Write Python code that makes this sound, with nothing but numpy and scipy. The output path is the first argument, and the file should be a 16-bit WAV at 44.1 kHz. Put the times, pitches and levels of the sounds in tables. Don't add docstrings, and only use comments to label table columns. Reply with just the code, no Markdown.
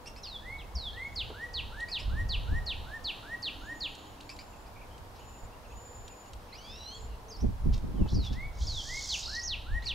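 import sys
import numpy as np
from scipy import signal
from scipy.fft import rfft, irfft, next_fast_len
from scipy.io import wavfile
from scipy.ndimage import map_coordinates

SR = 44100
rng = np.random.default_rng(int(sys.argv[2]) if len(sys.argv) > 2 else 0)


def master(y):
    cut = np.clip(np.atleast_2d(y).T, -1, 1)
    pcm = np.round(cut * 32767)
    wavfile.write(sys.argv[1], SR, pcm.astype(np.int16))


N = 438354
TOP_HZ = 15750

# time_s, level_db
AIR_LEVEL = [(0.0, -51.5), (3.24, -49.5), (4.18, -51), (9.94, -52)]
# freq_hz, density_db
AIR_SPECTRUM = [(59, -14), (100, 3.5), (146, -6.5), (223, -3.5), (326, -7), (448, -6), (554, -5.5),
                (919, -3), (1070, -5.5), (1210, -9.5), (2190, -18), (5090, -22.5), (8450, -29.5),
                (12100, -30), (15600, -34.5)]
BUFFET_SPECTRUM = [(11, -28), (18, 0.5), (37, -2.5), (55, 1), (99, -8.5), (155, -20), (273, -47.5),
                   (300, -50), (390, -59), (660, -120)]
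EDDY_SPECTRUM = [(40, -24), (110, -6.5), (200, -2), (400, -16.5), (800, -38), (2500, -90)]
HOARSE_SPECTRUM = [(1500, -25), (2400, -1.5), (3300, 2), (5500, 1), (9000, -23.5)]
BUZZ_SPECTRUM = [(2400, -24), (3600, -12), (5500, 1.5), (7000, -6), (9200, -22), (15000, -30)]
# freq_hz, correlation
AIR_COHERENCE = [(60, 0.99), (180, 1), (550, 0.59), (1650, 0.092), (4970, 0.13), (15000, 0.93)]
MONO = [(1, 1)]
# centre_s, level_db, width_s, pitch_hz
DRONES = [(1.2, -63, 2.14, 480.7), (3.851, -60, 1.2, 295), (5.9, -62.5, 1.5, 478.4), (7.2, -58.5, 0.5, 447)]
# time_s, push_db
BREEZE = [(0, -52), (1.6, -46), (3.2, -52.5), (6.3, -52), (7.0, -47.5), (9.94, -42.5)]
# centre_s, push_db, width_s
PUFFS = [(0.766, -36, 0.022), (5.447, -36.5, 0.021), (9.742, -30.5, 0.055)]
# time_s, push_db, eddy_db
FIRST_GUST = [(1.95, -50, -68), (2.064, -36, -67), (2.078, -32.5, -48.5), (2.442, -32, -55.5),
              (2.458, -39, -73), (2.528, -24.5, -43), (2.72, -42.5, -74), (2.732, -38, -62),
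              (2.95, -45.5, -72)]
SECOND_GUST = [(7.33, -66, -67), (7.398, -34, -67), (7.448, -25.5, -24), (7.586, -42, -76),
               (7.66, -22.5, -34), (7.722, -20, -44), (7.8, -36.5, -50), (7.84, -32, -40.5),
               (7.952, -36.5, -43.5), (8.016, -21.5, -27), (8.09, -39.5, -51), (8.156, -21, -31),
               (8.284, -37.5, -54), (8.308, -30, -39), (8.352, -33, -48), (8.558, -43, -71),
               (8.628, -30, -51), (8.8, -40, -75)]
# start_s, strength_db
CHAIN_TICKS = [(3.9517, -49.5), (4.364, -53), (4.98, -55), (6.0802, -48), (6.26, -58), (6.3334, -50),
               (7.405, -57.5), (7.7777, -51)]
RIM_KNOCKS = [(1.303, -24), (8.06, -27)]
# freq_hz, t60_s
TREE_DECAY = [(500, 0.2), (2000, 0.67), (4000, 0.89), (9000, 0.043)]
# delay_s, gain_db
BOUNCES = [(.00584, -10.5), (0.00231, -19.5)]

# centre_s, level_db, width_s
HOARSE_CALLS = [(5.175, -64.5, 0.058), (6.734, -62, 0.39), (7.742, -47, 0.016), (8.254, -48.5, 0.031),
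                (8.334, -50.5, 0.016)]
# time_s, pitch_hz, level_db
FAR_WHISTLE = [(7.95, 3340, -71), (8.03, 2690, -64.5), (8.075, 2570, -66)]
DIP_CHIRP = [(7.282, 5480, -54), (7.293, 6800, -55), (7.32, 4850, -50), (7.358, 4470, -55),
             (7.366, 5420, -52), (7.395, 5050, -66), (7.414, 5700, -48.5), (7.425, 6060, -70)]
WHEEZE_LOW = [(6.6, 2220, -62), (6.67, 2385, -63), (6.75, 2695, -55.5), (6.8, 2880, -65),
              (6.85, 2820, -60.5), (6.91, 3040, -54.5), (6.95, 3350, -52), (6.985, 3330, -70)]
WHEEZE_HIGH = [(6.525, 1950, -49.5), (6.575, 2850, -63), (6.67, 3345, -56), (6.78, 3896, -58.5),
               (6.85, 3970, -51.5), (6.88, 4170, -53), (6.965, 4410, -54), (6.99, 4200, -72)]
# freq_hz, gain_db
FINCH_BEAK = [(2000, -6), (3200, 1.5), (5800, 3), (7200, -24)]
# start_s, length_s, pitch_hz, level_db, swell_db
THIN_WHISTLES = [(1.0, 0.34, 7130, -77, 2), (3.578, 0.6, 7070, -68, -9), (4.17, 0.48, 7330, -70, 0),
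                 (5.141, 0.335, 7230, -66.5, 14), (5.671, 0.643, 7240, -60, -6)]
# start_s, length_s, from_hz, to_hz, bow_hz, level_db, swell_db, swing_hz, flicks_per_s
TRILLS = [(6.922, 0.168, 7050, 7200, 11, -57.5, -2, 280, 26),
          (8.068, 0.1, 3280, 4460, 700, -55, 4, 860, 64), (8.529, 0.73, 4930, 5550, 500, -49, 14, 1300, 59),
          (8.551, .64, 3630, 3750, 121, -54, 6, 604, 61), (9.214, 0.17, 4550, 4550, -1, -41, 0, 720, 53),
          (9.388, 0.069, 4520, 6170, 96, -42, -4, 546, 48),
          (9.447, 0.038, 6290, 5120, 150, -42.5, 7, 100, 38)]

FAR_SLIDE = dict(length_s=.054, from_hz=4400, to_hz=2300, attack_s=.005, release_s=.008, swell_db=-2)
FAR_CHIRP = dict(length_s=.069, from_hz=2650, to_hz=2390, bow_hz=100, attack_s=.015, release_s=.029)
CHIRP = dict(length_s=.039, from_hz=2400, to_hz=2520, flick_hz=-900, hook_hz=450, bend_s=.0043,
             attack_s=.0041, release_s=.01, swell_db=-7)
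CHIP = dict(length_s=.014, from_hz=1700, to_hz=4520, attack_s=.0027, release_s=.0053)
SLIDE = dict(length_s=.162, from_hz=5120, to_hz=3164, bow_hz=-150, flick_hz=2618, bend_s=.0075,
             attack_s=.0092, release_s=.021, swell_db=5.5, dip_db=6.5)
WHIP = dict(length_s=.079, from_hz=4940, to_hz=2253, bow_hz=320.6, flick_hz=4645, bend_s=.003,
            attack_s=.0082, release_s=.013, onset_db=15.5, swell_db=6.5)
HIGH_RISE = dict(length_s=.158, from_hz=1560, to_hz=2186, bow_hz=189.8, flick_hz=100,
                 attack_s=.049, release_s=.011, onset_db=16, swell_db=-.5)
LOW_RISE = dict(length_s=.134, from_hz=1430, to_hz=2083, flick_hz=-160, hook_hz=-325, bend_s=.01396,
                attack_s=.091, release_s=.013, onset_db=14.5)
# start_s, level_db, pitch_ratio
FAR_SLIDES = [(0.229, -51.5, 1), (.579, -52.5, 0.96), (.927, -55.5, 1.05)]
FAR_CHIRPS = [(4.745, -61, 0.95), (4.8, -63, 0.89), (5.17, -64, 1.1), (5.27, -67, 1.03), (5.621, -69, 1),
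              (5.69, -65, 1)]
CHIRPS = [(0.055, -53, 1.125), (0.158, -52.5, 1.06), (1.881, -51, 1.03), (1.983, -50, 1.03),
          (4.289, -53, 1.04), (4.386, -55, 1.02), (4.655, -68.5, 1), (9.819, -56.5, 0.9),
          (9.863, -53, 1.18)]
CHIPS = [(1.799, -47.5, 1.19), (4.203, -49.5, 1.18), (9.837, -53, 1.1)]
SLIDES = [(0.225, -43, 1.01), (.745, -39, 0.98), (8.135, -44, 1.02), (8.661, -37, 0.96)]
WHIPS = [(1.153, -36.5, 0.98), (1.533, -37, 0.95), (1.909, -36, 0.96), (2.286, -36.5, 0.96),
         (2.658, -36.5, 0.94), (3.038, -36.5, 0.94), (3.42, -36.5, 0.96), (3.8, -37, 0.95),
         (9.085, -35.5, 0.95), (9.477, -36.5, 0.94), (9.852, -35.5, 0.96)]
HIGH_RISES = [(.414, -46.5, 1.01), (.93, -42.5, 1), (8.328, -47, 1.025), (8.852, -43.5, 1)]
LOW_RISES = [(1.336, -37.5, 1.015), (1.719, -37, 1.002), (2.096, -39, 0.99), (2.467, -39, .99),
             (2.851, -40.5, 0.96), (3.229, -39, 1), (3.611, -39.5, .985), (9.276, -37.5, 1.01),
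             (9.662, -38.5, 1)]


def amp(db):
    return 10 ** (np.asarray(db) / 20)


def unit(x):
    return x / np.sqrt(np.mean(x ** 2) + 1e-20)


def along(points, hz):
    freq_hz, values = np.transpose(points)
    return np.interp(np.log(hz + 1), np.log(freq_hz + 1), values)


def curves(rows):
    time_s, *columns = np.transpose(rows)
    return [np.interp(np.arange(time_s[0], time_s[-1], 1 / SR), time_s, c) for c in columns]


def track(rows):
    return np.interp(np.arange(N) / SR, *np.transpose(rows))


def wobble(rate_hz, n):
    knots = rng.standard_normal(int(n * rate_hz / SR) + 4)
    return map_coordinates(knots, [np.arange(n) * rate_hz / SR])


def swell(centre_s, width_s):
    return np.exp(-2 * ((np.arange(N) / SR - centre_s) / width_s) ** 2)


def add(out, start_s, x):
    part = out[..., max(0, round(start_s * SR)):][..., :x.shape[-1]]
    part += x[..., :part.shape[-1]]


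def filtered(x, response):
    size = next_fast_len(N + SR // 4)
    return irfft(rfft(x, size) * response(np.fft.rfftfreq(size, 1 / SR)), size)[..., :N]


def coloured(x, points):
    return filtered(x, lambda hz: amp(along(points, hz)))


def rush(spectrum, coherence):
    def response(hz):
        angle = np.arccos(np.clip(along(coherence, hz), -1, 1)) / 2
        return amp(along(spectrum, hz)) * [np.cos(angle), np.sin(angle)]
    mid, side = filtered(rng.standard_normal((2, N)), response)
    return unit(np.array([mid + side, mid - side]))


def note(length_s, from_hz, to_hz, attack_s, release_s, bow_hz=0, flick_hz=0, hook_hz=0,
         bend_s=.0148, onset_db=20, swell_db=0, dip_db=0):
    t = np.arange(0, length_s, 1 / SR)
    u = t / length_s
    arch = 4 * u * (1 - u)
    hz = from_hz + (to_hz - from_hz) * u + bow_hz * arch
    hz += flick_hz * np.exp(-t / bend_s) + hook_hz * np.exp((t - length_s) / bend_s)
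    attack = np.maximum(1 - (t / attack_s) ** 3, 0)
    release = np.maximum(1 - (length_s - t) / release_s, 0)
    return hz, swell_db * (u - .5) - dip_db * arch ** 2 - onset_db * attack - 19.5 * release


def syrinx(hz, db, waver, flutter_db, partials_db=(0,)):
    n = len(hz)
    phase = 2 * np.pi * np.cumsum(hz * (1 + waver * wobble(250, n))) / SR
    tone = sum(amp(level_db) * np.sin(k * phase) * (k * hz < TOP_HZ)
               for k, level_db in enumerate(partials_db, 1))
    fade = signal.windows.tukey(n, min(1, .004 * SR / n))
    return np.sqrt(2) * tone * amp(db + flutter_db * wobble(90, n)) * fade


def repeat(shape, notes, **voice):
    out = np.zeros(N)
    hz, db = note(**shape)
    for start_s, level_db, pitch_ratio in notes:
        add(out, start_s, syrinx(hz * pitch_ratio, db + level_db, **voice))
    return out


def glide(course, **voice):
    out = np.zeros(N)
    add(out, course[0][0], syrinx(*curves(course), **voice))
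    return out


def garden(x, wet_db, early_db, width):
    hz, t, noise = signal.stft(rng.standard_normal((2, SR)), SR, nperseg=256)
    decay = amp(-60 * t / along(TREE_DECAY, hz)[:, None]) + 1.13 * amp(-60 * t / .16)
    tail = signal.istft(noise * decay * (1 - np.exp(-t / .0015)), SR, nperseg=256)[1]
    response = amp(wet_db) * tail / np.linalg.norm(tail[0])
    delays = (rng.uniform(.0022, .03, size=12) * SR).astype(int)
    response[:, delays] += amp(early_db) * rng.choice([-1, 1], size=(2, 12))
    mid, side = signal.fftconvolve(x[None], response, axes=1)[:, :N]
    return x + np.array([mid + width * side, mid - width * side])


def air():
    wash = amp(track(AIR_LEVEL)) * rush(AIR_SPECTRUM, AIR_COHERENCE)
    t = np.arange(N) / SR
    drone = sum(amp(db) * swell(centre_s, width_s) * wobble(60, N) * np.sin(2 * np.pi * hz * t)
                for centre_s, db, width_s, hz in DRONES)
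    return wash + np.sqrt(2) * drone


def wind():
    breeze = amp(track(BREEZE) + 3 * wobble(8.5, N))
    breeze += sum(amp(db) * swell(centre_s, width_s) for centre_s, db, width_s in PUFFS)
    gusts = np.zeros((2, N))
    for gust in (FIRST_GUST, SECOND_GUST):
        add(gusts, gust[0][0], amp(curves(gust)))
    push, swirl = np.maximum(gusts, [breeze, amp(-29.5) * breeze])
    buffet = push * rush(BUFFET_SPECTRUM, coherence=[(30, .92), (90, .65)])
    swirl *= amp(2 + 2.9 * wobble(60, N))
    eddies = swirl * rush(EDDY_SPECTRUM, coherence=[(60, 1), (250, -.3)])
    breakup = filtered(eddies * np.abs(eddies), lambda hz: hz ** 2 / (hz ** 2 + 300 ** 2))
    return (buffet + eddies + amp(12) * breakup) * amp([[-.6], [.6]])


def dish():
    ticks, knocks = np.zeros((2, N))
    t = np.arange(SR // 10) / SR
    tick_t60_s, knock_t60_s = .037, .071
    for start_s, db in CHAIN_TICKS:
        add(ticks, start_s, amp(db - 4.5 - 60 * t / tick_t60_s) * rng.standard_normal(len(t)))
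    for start_s, db in RIM_KNOCKS:
        add(knocks, start_s, amp(db - 60 * t / knock_t60_s) * rng.standard_normal(len(t)))
    bright = coloured(ticks, [(800, -18), (3000, 15.5), (8000, 8.5), (14000, -14)])
    dull = coloured(knocks, [(120, -19), (400, 8.5), (900, -5), (3000, -29), (7000, -55)])
    return bright + dull


def chatter(count):
    out, u = np.zeros(N), np.linspace(-1, 1, SR // 16)
    for when, pitch, slope in rng.uniform(size=(count, 3)):
        hz = 2500 + 700 * pitch + 700 * (slope - .5) * u
        add(out, 3.9 + 3.4 * when, syrinx(hz, -69 - 10 * u ** 2, waver=.0406, flutter_db=4.7))
    return out


def hoarse_calls():
    envelope = sum(amp(db) * swell(centre_s, width_s) for centre_s, db, width_s in HOARSE_CALLS)
    return envelope * rush(HOARSE_SPECTRUM, MONO)[0] * amp(2.5 * wobble(150, N))


def far_birds():
    return (glide(FAR_WHISTLE, waver=.004, flutter_db=1.5)
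            + repeat(FAR_SLIDE, FAR_SLIDES, waver=.007, flutter_db=1.6)
            + repeat(FAR_CHIRP, FAR_CHIRPS, waver=.06, flutter_db=3)
            + glide(DIP_CHIRP, waver=.03, flutter_db=2.5))


def thin_whistles():
    out = np.zeros(N)
    sag_hz_per_s = 400
    for start_s, length_s, pitch_hz, level_db, swell_db in THIN_WHISTLES:
        hz, db = note(length_s, pitch_hz, pitch_hz - sag_hz_per_s * length_s, attack_s=.16 * length_s,
                      release_s=.029, flick_hz=-850, bend_s=.07, onset_db=12, swell_db=swell_db)
        add(out, start_s, syrinx(hz, db + level_db, waver=.0028, flutter_db=3.5))
    return out


def finch():
    low = glide(WHEEZE_LOW, waver=.009, flutter_db=3, partials_db=[-2, -1])
    high = glide(WHEEZE_HIGH, waver=.009, flutter_db=3, partials_db=[0, -2])
    return coloured(low + high, FINCH_BEAK)


def sparrows():
    scratch = 1 + .5 * wobble(2000, N)
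    chirps = repeat(CHIRP, CHIRPS, waver=.023, flutter_db=3.5, partials_db=[-2.5, .5, -13.5, -20])
    chips = repeat(CHIP, CHIPS, waver=.031, flutter_db=1.4, partials_db=[0, -8])
    return scratch * chirps + chips


def trills():
    out = np.zeros(N)
    rasp_swing_hz = 1300
    for start_s, length_s, from_hz, to_hz, bow_hz, level_db, swell_db, swing_hz, flicks_per_s in TRILLS:
        hz, db = note(length_s, from_hz, to_hz, attack_s=.095 * length_s, release_s=.082 * length_s,
                      bow_hz=bow_hz, onset_db=14.5, swell_db=swell_db)
        db += level_db
        n = len(hz)
        cycle = np.pi * np.cumsum(flicks_per_s * (1 + .025 * wobble(24.9, n))) / SR
        flick = unit(np.abs(np.sin(cycle)) ** 4 - 3 / 8) / np.sqrt(2)
        hz += swing_hz * (flick + .25 * wobble(110, n))
        beak_loss_db = np.maximum(hz - 6300, 0) / 150
        tone = syrinx(hz, db + 1.1 * flick - beak_loss_db, waver=.0227, flutter_db=2.7)
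        rasp_gain = amp(db + 3.3 * flick) * (swing_hz / rasp_swing_hz) ** 2
        add(out, start_s, tone + rasp_gain * rush(BUZZ_SPECTRUM, MONO)[0, :n])
    return out


def cardinal():
    song = repeat(SLIDE, SLIDES, waver=.0025, flutter_db=.67, partials_db=[0, -36])
    song += repeat(WHIP, WHIPS, waver=.0025, flutter_db=.41, partials_db=[0, -38])
    song += repeat(HIGH_RISE, HIGH_RISES, waver=.0038, flutter_db=.61, partials_db=[.5, -26, -45, -31])
    song += repeat(LOW_RISE, LOW_RISES, waver=.0017, flutter_db=1,
                   partials_db=[-1, -50, -33, -36, -33.5])
    return filtered(song, lambda hz: 1 + sum(amp(db) * np.exp(-2j * np.pi * hz * delay_s)
                                             for delay_s, db in BOUNCES))


def scene():
    near = garden(cardinal(), wet_db=-10, early_db=-21, width=.27)
    others = sparrows() + hoarse_calls() + finch() + far_birds() + chatter(count=26) + thin_whistles()
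    far = garden(others, wet_db=-13, early_db=-18.5, width=.46)
    buzz = garden(trills(), wet_db=-16, early_db=-16.5, width=.28)
    return (near + far + buzz) * amp([[-.5], [.5]]) + dish() + wind() + air()


def record(dry):
    return filtered(dry, lambda hz: hz < TOP_HZ)


dry = scene()
out = record(dry)
master(out)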